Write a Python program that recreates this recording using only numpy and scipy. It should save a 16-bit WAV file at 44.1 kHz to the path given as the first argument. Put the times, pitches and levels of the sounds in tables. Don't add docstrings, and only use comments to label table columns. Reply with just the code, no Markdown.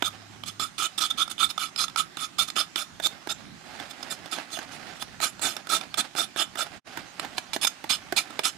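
import sys
import numpy as np
from scipy import signal
from scipy.io import wavfile
from scipy.ndimage import uniform_filter1d

SR = 44100
rng = np.random.default_rng(int(sys.argv[2]) if len(sys.argv) > 2 else 0)


def put_to_file(sound):
    columns = np.atleast_2d(sound).T
    safe = np.clip(columns, -1, 1)
    whole_steps = np.round(safe * 32767)
    wavfile.write(sys.argv[1], SR, whole_steps.astype(np.int16))


N = 377937


def knife():
    pressure, low_db, main_db = strokes()
    edge, push = taps()
    scrape = pressure * wander(hz=71, spread=0.6, scale=amp) * grit(per_s=14000, spread_db=0.5)
    force = scrape + signal.lfilter([.1], [1, -.7], edge)
    return highpass(blade(force, crust(force, edge), low_db, main_db) + bird(scrape, push), hz=170)


# start, rise, hold and release in seconds, then scrape level, change over
# the hold, and gains of the blade's lowest and main modes, all in dB.
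STROKES = [ (0.037, 0.024, 0.022, 0.016, -29, -5.5, -6, 2),
           (0.456, 0.027, 0.0057, 0.046, -34.5, -1.5, -9.5, -4.5),
           (0.593, 0.0025, 0.04, 0.06, -29, 0, -5, -7), (0.777, 0.0049, 0.077, 0.025, -29, 5, -9, -5.5),
           (0.976, 0.0042, 0.011, .015, -25.5, -0.5, -11.5, -6.5),
           (1.0, 0.0094, 0.05, 0.035, -23, -4.5, -5.5, -4.5),
           (1.098, 0.0071, 0.0065, 0.018, -28.5, 0.5, -11, 0),
           (1.171, .012, 0.041, .028, -30, 4.5, -2.5, 1),
           (1.295, 0.022, .004, 0.019, -28.5, -7, -9.5, -5.5),
           (1.385, 0.019, 0.042, 0.039, -25, 0.5, -5, -5),
           (1.488, 0.014, 0.01, 0.0081, -30.5, -0.5, -12, -5), (1.584, 0.013, 0.033, .07, -31, 5, -6.5, -8),
           (1.772, 0.024, .048, 0.021, -24, -3.5, -8.5, -8),
           (1.968, 0.014, 0.029, 0.028, -23, -3.5, -4, -8.5),
           (2.173, 0.036, 0.039, 0.031, -32.5, 1, -7, -7),
           (2.38, 0.0089, 0.038, 0.037, -24.5, -1.5, -6, -1.5),
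           (2.473, .012, .003, 0.015, -32, -1, -12, -5), (2.553, 0.012, 0.042, 0.047, -26, 1.5, -6.5, -6.5),
           (2.76, 0.028, 0.036, 0.036, -29, -6.5, -5, -3), (3.019, 0.018, 0.034, 0.0056, -34, 9.5, -12, 2),
           (3.285, 0.018, 0.021, 0.0057, -33, 2.1, -4.5, 0.5), (3.895, 0.011, .005, .02, -42.5, 0, -29, -6),
           (4.097, 0.011, 0.013, 0.039, -32.5, 1.5, -24, -10),
           (4.31, 0.021, .004, .05, -27, -2.5, -7, -7.5), (4.509, 0.026, 0.035, 0.038, -34.5, -7, -17, -9),
           (4.713, .005, 0.042, .02, -43.5, -3, -13, -10), (4.961, .008, 0.0046, .015, -46, -4, -18, -8),
           (4.993, 0.013, 0.017, 0.018, -40.5, 8.5, -16, -4.5),
           (5.208, 0.021, 0.014, 0.064, -23, 3, -11.5, -19),
           (5.411, 0.037, 0.03, 0.086, -21.5, -4, -17.5, -10),
           (5.687, 0.043, 0.034, 0.038, -22, -3.5, -9, -8),
           (5.971, 0.011, 0.028, 0.011, -22, -4, -12.5, -3.5),
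           (6.158, 0.034, 0.054, 0.021, -22.5, -15, -9, -3), (6.365, 0.035, 0.024, 0.034, -25, -1, -7, -5),
           (6.569, 0.027, 0.032, 0.021, -27.5, -2, -6.5, -7),
           (7.368, 0.018, 0.0023, 0.018, -32, -7, -24, -10.5),
           (7.531, 0.0033, 0.02, 0.012, -24.5, -6, -27, -13),
           (7.611, 0.022, 0.017, 0.016, -21.5, 3, -44, -6),
           (7.667, 0.0045, 0.0049, 0.01, -18, -2.5, -11, -10),
           (7.89, .01, 0.044, 0.043, -18.5, -8.5, -18.5, -9), (8.16, .007, 0.013, 0.051, -23, 7, -20, -10),
           (8.432, 0.023, 0.042, .018, -18.5, -14, -16, -15), ]

def strokes(touch_db=-10.5, lift_db=-26):
    pressure = np.zeros(N)
    for start, rise, hold, release, db, change_db, *_ in STROKES:
        times = np.cumsum([start, rise, hold, release])
        a, b = round(times[0] * SR), round(times[-1] * SR)
        shape = list(zip(times, [touch_db, 0, change_db, change_db + lift_db]))
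        pressure[a:b] += amp(db + curve(shape, a, b)[0]) * signal.windows.tukey(b - a, .12)
    mode_gains = [(s + rise + hold / 2, low, main) for s, rise, hold, *_, low, main in STROKES]
    return pressure, *curve(mode_gains)


# start in seconds, click and thud levels in relative dB.
TAPS = [(0.0227, -16.5, -16), (0.4356, -22.5, -42), (0.597, -19.5, -34.5), (1.278, -21.5, -80),
        (1.38, -25.5, -38.5), (1.578, -13, -54), (1.76, -19, -51), (1.881, -20.5, -50.5),
        (1.897, -29.5, -49), (1.9594, -14, -33), (2.17, -19, -29.5), (2.386, -17, -37),
        (2.5012, -16.5, -58), (2.564, -19, -24), (2.758, -12, -24), (2.999, -29, -25.5),
        (3.2723, -43, -24.5), (3.799, -26.5, -33), (3.91, -28, -61), (4.028, -19.5, -46),
        (4.2585, -29, -35), (4.362, -28.5, -34), (4.504, -32.5, -42), (4.5707, -29, -28),
        (4.5885, -20.5, -26.5), (4.628, -28, -53), (5.024, -21, -24), (5.2017, -23, -27),
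        (5.394, -28, -36.5), (5.5653, -16, -30.5), (5.67, -25, -32), (5.811, -21, -43),
        (5.9418, -16, -32.5), (6.151, -31, -28), (6.361, -28, -24.5), (6.555, -30, -25.5),
        (6.9727, -34, -21.5), (7.196, -12.5, -30), (7.247, -37, -27.5), (7.3811, -11, -25.5),
        (7.5322, -16.5, -50), (7.5621, -14.5, -20.5), (7.648, -11.5, -30), (7.8409, -27, -26),
        (8.1236, -22.5, -20), (8.305, -27.5, -39.5), (8.3918, -9, -22)]

def taps(contact_s=0.002, shove_s=0.0032):
    edge, push, t = np.zeros(N), np.zeros(N), np.arange(512) / SR
    rise = 1 - np.exp(-t / 0.00034)
    for (s, click_db, thud_db), noise in zip(TAPS, rng.standard_normal((len(TAPS), 2, len(t)))):
        edge[round(s * SR):][:len(t)] += amp(click_db) * evened(noise[0] * rise * np.exp(-t / contact_s))
        push[round(s * SR):][:len(t)] += amp(thud_db) * evened(noise[1] * rise * np.exp(-t / shove_s))
    return edge, push


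# frequency and width in Hz, relative dB.
BLADE_MODES = [(1305.3, 194, 0), (3556, 293, 0.5), (2337, 149, -4), (3004, 197, -1.5), (4050, 335, -3),
               (5174, 115, 7.5), (5610, 180, -1), (6400, 59, 8.5), (6750, 270, -2.5), (7300, 70, 5.5),
               (7805, 600, -3.5), (9000, 300, -4.5), (9600, 124, 3), (10850, 61, -7), (11125, 92, 3),
               (12830, 140, -2.5), (14350, 240, -11.5)]
# time in seconds, gains of the treble and the second-lowest mode in dB.
GRIP = [(0, -5.5, 3), (1.2, -8.5, -2.5), (2.7, -5.5, 2.5), (3.2, -4.5, -2), (4.0, -5, -6.5),
        (5.2, -5.5, -2), (6.4, -6.5, -5), (7.3, -7.5, -1), (7.9, -9, -0.5), (8.5, -9, -4)]

def blade(force, crackle, low_db, main_db, split_hz=4700):
    drift = wander(hz=9.4, spread=0.013)
    strong = [ring(force * wander(hz=30, spread=2.4, scale=amp), *mode, drift, order=2)
              for mode in BLADE_MODES[:2]]
    weak = [ring(force * wander(hz=6, spread=3.9, scale=amp), *mode) for mode in BLADE_MODES[2:]]
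    treble_db, second_db = curve(GRIP)
    weak[0] *= amp(second_db)
    treble = highpass(crackle, split_hz)
    middle = crackle - treble
    for k, (hz, _, _) in enumerate(BLADE_MODES[2:]):
        band = middle if hz < split_hz else treble
        band += (-1) ** k * weak[k]
    parts = zip([*strong, middle, treble], [low_db, main_db, -6.5, treble_db])
    return np.std(force) * sum(amp(db) * evened(part) for part, db in parts)


# frequency in Hz, relative level in dB.
CRUST_SPECTRUM = [(300, -20), (800, 6.5), (1800, 4), (3500, 3), (6000, -2), (9000, 5.5), (12000, 6.5),
                  (15500, -42.5)]

def crust(force, edge):
    return amp(-18.5) * colour(force + 0.09 * edge, CRUST_SPECTRUM)


# frequency and width in Hz, relative level in dB.
BIRD_MODES = [(328, 145, -2), (672, 120, -0.5), (813, 153, -3.5), (1493, 164, -1.5)]
# time in seconds, share of the scrape in dB.
CRUNCH = [(0, -16), (1.0, -24), (2.0, -23), (2.4, -22.5), (2.6, -14), (2.8, -14), (3.3, -10), (4.3, -12.5),
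          (5.0, -14.5), (6.6, -9.5), (7.4, -11), (7.65, -25), (8.5, -27.5)]
# time in seconds, gain of the lowest mode in dB.
HEFT = [(0, -2), (.6, 7), (2.4, -0.5), (2.8, -3), (3.3, 1), (4.2, 1), (7.7, -2), (8.1, 7)]

def bird(scrape, push):
    drive = amp(-10) * push + amp(curve(CRUNCH)[0]) * scrape
    lowest, *upper = [ring(drive, *mode) for mode in BIRD_MODES]
    body = amp(curve(HEFT)[0]) * lowest + sum(upper)
    return body * np.std(drive) / np.std(body)


# time in seconds, relative level in dB.
STEADY_RUSTLE = [(0, -55.5), (.4, -65.5), (.9, -56), (2.5, -57), (3.55, -59.5), (3.72, -46), (4.2, -59),
                 (4.9, -49), (5.15, -53.5), (6.5, -56), (6.9, -47.5), (7.2, -59), (7.6, -54.5),
                 (8.3, -50.5), (8.55, -56)]
# peak time in seconds, relative level in dB, fall time in seconds.
RUSTLES = [(.15, -49.5, 0.025), (.23, -54, 0.055), (.35, -55.5, 0.11), (3.12, -51.5, 0.11),
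           (3.38, -55, 0.26), (3.8, -51.5, 0.37), (4.06, -44.5, 0.19), (4.258, -53.5, 0.12),
           (4.389, -38.5, 0.083), (4.63, -46, 0.049), (4.73, -51, 0.22), (4.9, -48, 0.031),
           (5.598, -46, 0.02), (5.84, -44, 0.044), (6.059, -42.5, 0.01), (6.67, -44, 0.016),
           (6.74, -59.5, .2), (6.998, -45.5, 0.084), (7.25, -37.5, 0.041), (7.34, -50, 0.093),
           (7.47, -59, 0.1), (8.26, -61, 0.049), (8.31, -70, .06), (8.35, -54.5, 0.6)]
# frequency in Hz, relative level in dB.
LEAF_SPECTRUM = [(88, -39), (150, -17.5), (253, -5), (471, -11), (781, -1), (985, -11), (1090, -7.5),
                 (1540, -5.5), (1910, -7.5), (5130, -15), (5540, -19.5), (9920, -27.5), (15500, -40.5)]

def leaves(rise_s=0.089, depth_db=-20.5):
    grains = grit(per_s=10000, spread_db=2.0) * wander(hz=35, spread=1.6, scale=amp)
    level, t = amp(curve(STEADY_RUSTLE)[0]), np.arange(N) / SR
    for peak_s, db, fall_s in RUSTLES:
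        level += amp(db + depth_db * np.maximum((peak_s - t) / rise_s, (t - peak_s) / fall_s))
    return level * evened(colour(grains, LEAF_SPECTRUM))


# frequency in Hz, relative level in dB.
AIR_SPECTRUM = [(15, -71), (25, -36), (178, -4), (253, -7), (399, -13.5), (445, -39), (523, -21.5),
                (614, -23), (997, -18), (1140, -15.5), (6920, -23), (14300, -44.5), (15500, -64)]
# frequency in Hz, correlation from 0 to 1.
AIR_COHERENCE = [(60, 0.39), (200, 0.24), (700, 0.057), (1500, 0.018)]
# frequency in Hz, left minus right in dB.
AIR_BALANCE = [(80, 3), (200, -8), (1500, -5.5), (8000, -6), (15000, 0)]

def air(level_db=-48):
    frames, hz = N // 256 + 5, np.fft.rfftfreq(1024, 1 / SR)
    a, b, c, d, patches = rng.standard_normal((frames, len(hz), 5)).T
    patches = uniform_filter1d(patches, size=10, axis=0)
    patches = evened(uniform_filter1d(patches, size=14, axis=1))
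    right, independent = a + 1j * b, c + 1j * d
    coherence = read(AIR_COHERENCE, hz)[:, None]
    left = coherence * right + np.sqrt(1 - coherence ** 2) * independent
    left *= amp(read(AIR_BALANCE, hz))[:, None]
    spectra = np.array([left, right]) * amp(read(AIR_SPECTRUM, hz)[:, None] + 2.8 * patches)
    return amp(level_db) * evened(signal.istft(spectra, nperseg=1024, noverlap=768)[1][:, :N])


# time in seconds, rms level in dB.
HUM_LEVEL = [(0, -54.5), (.64, -54), (.72, -79)]

def hum(hz=104.4):
    return np.sqrt(2) * amp(curve(HUM_LEVEL)[0]) * np.sin(2 * np.pi * hz * np.arange(N) / SR)


def echoes(x, t60, sets=3, turn_hz=9):
    t, turns = np.arange(SR // 5) / SR, np.arange(N) / SR * turn_hz
    out = np.zeros(N)
    for k, noise in enumerate(rng.standard_normal((sets, len(t)))):
        response = noise * amp(-60 * t / t60)
        window = np.sqrt(2 / sets) * np.cos(2 * np.pi * (turns + k / sets))
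        out += signal.oaconvolve(x * window, response / np.linalg.norm(response))[:N]
    return out


def ring(x, hz, width, db, detune=None, order=1):
    bend = 1 if detune is None else np.exp(2j * np.pi * np.cumsum(hz * detune) / SR)
    radius, out = np.exp(-np.pi * width / SR), x / bend
    for _ in range(order):
        out = signal.lfilter([1 - radius], [1, -radius * np.exp(2j * np.pi * hz / SR)], out + 1e-18)
    return 2 * amp(db) * (bend * out).real


def grit(per_s, spread_db):
    size = amp(spread_db * np.minimum(rng.exponential(1, N), 4)) * rng.standard_normal(N)
    return evened(size * (rng.random(N) < per_s / SR))


def wander(hz, spread, scale=np.asarray, hop=100):
    knots = rng.standard_normal(N // hop + 2)
    slow = signal.lfilter([1], [1, -np.exp(-2 * np.pi * hz * hop / SR)], knots)
    return np.interp(np.arange(N) / hop, np.arange(len(knots)), scale(spread * evened(slow)))


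def colour(x, spectrum):
    hz = abs(np.fft.fftfreq(4096, 1 / SR))
    log_gain = np.log(amp(read(spectrum, hz)))
    response = np.fft.ifft(np.exp(np.conj(signal.hilbert(log_gain)))).real
    return signal.oaconvolve(x, response[:2048])[:N]


def highpass(x, hz):
    return signal.sosfilt(signal.butter(2, hz, "high", fs=SR, output="sos"), x)


def amp(db):
    return 10 ** (np.asarray(db) / 20)


def evened(x):
    return x / np.sqrt(np.mean(x ** 2) + 1e-20)


def read(spectrum, hz):
    knots_hz, values = np.transpose(spectrum)
    return np.interp(np.log(hz + 1), np.log(knots_hz + 1), values)


def curve(rows, start=0, stop=N):
    times, *columns = np.transpose(rows)
    return [np.interp(np.arange(start, stop) / SR, times, column) for column in columns]


# frequency in Hz, gain in dB.
OFF_AXIS = [(100, -4.5), (400, -6), (1300, -13.5), (4400, -15), (15000, -12)]
# time in seconds, left gain in dB.
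LEFT_GAIN = [(3.4, 1.3), (3.8, 3.5), (5, 2), (6.8, 2.5), (6.9, 4.5)]

def scene():
    near = amp(7.0) * (knife() + leaves())
    close = echoes(near, t60=0.054)
    scattered = close - signal.lfilter([.09], [1, -.9], close)
    off_axis = colour(amp(-7.5) * near + amp(-2.0) * scattered, OFF_AXIS)
    left = amp(curve(LEFT_GAIN)[0]) * off_axis + amp(-20) * echoes(near, t60=0.11)
    right = near + amp(-14.0) * echoes(near, t60=0.19)
    return np.array([left, right]) + air() + hum()


# time in seconds, gain in dB.
FADE = [(6.775, -1.5), (6.795, -16), (6.808, -50), (6.84, -49), (6.85, -20), (6.87, -1.5)]

def record(dry):
    faded = dry * amp(curve(FADE)[0])
    lowpass = signal.firwin(255, 15600, window=("kaiser", 9), fs=SR)
    return signal.oaconvolve(faded, lowpass[None], "same")


dry = scene()
out = record(dry)
put_to_file(out)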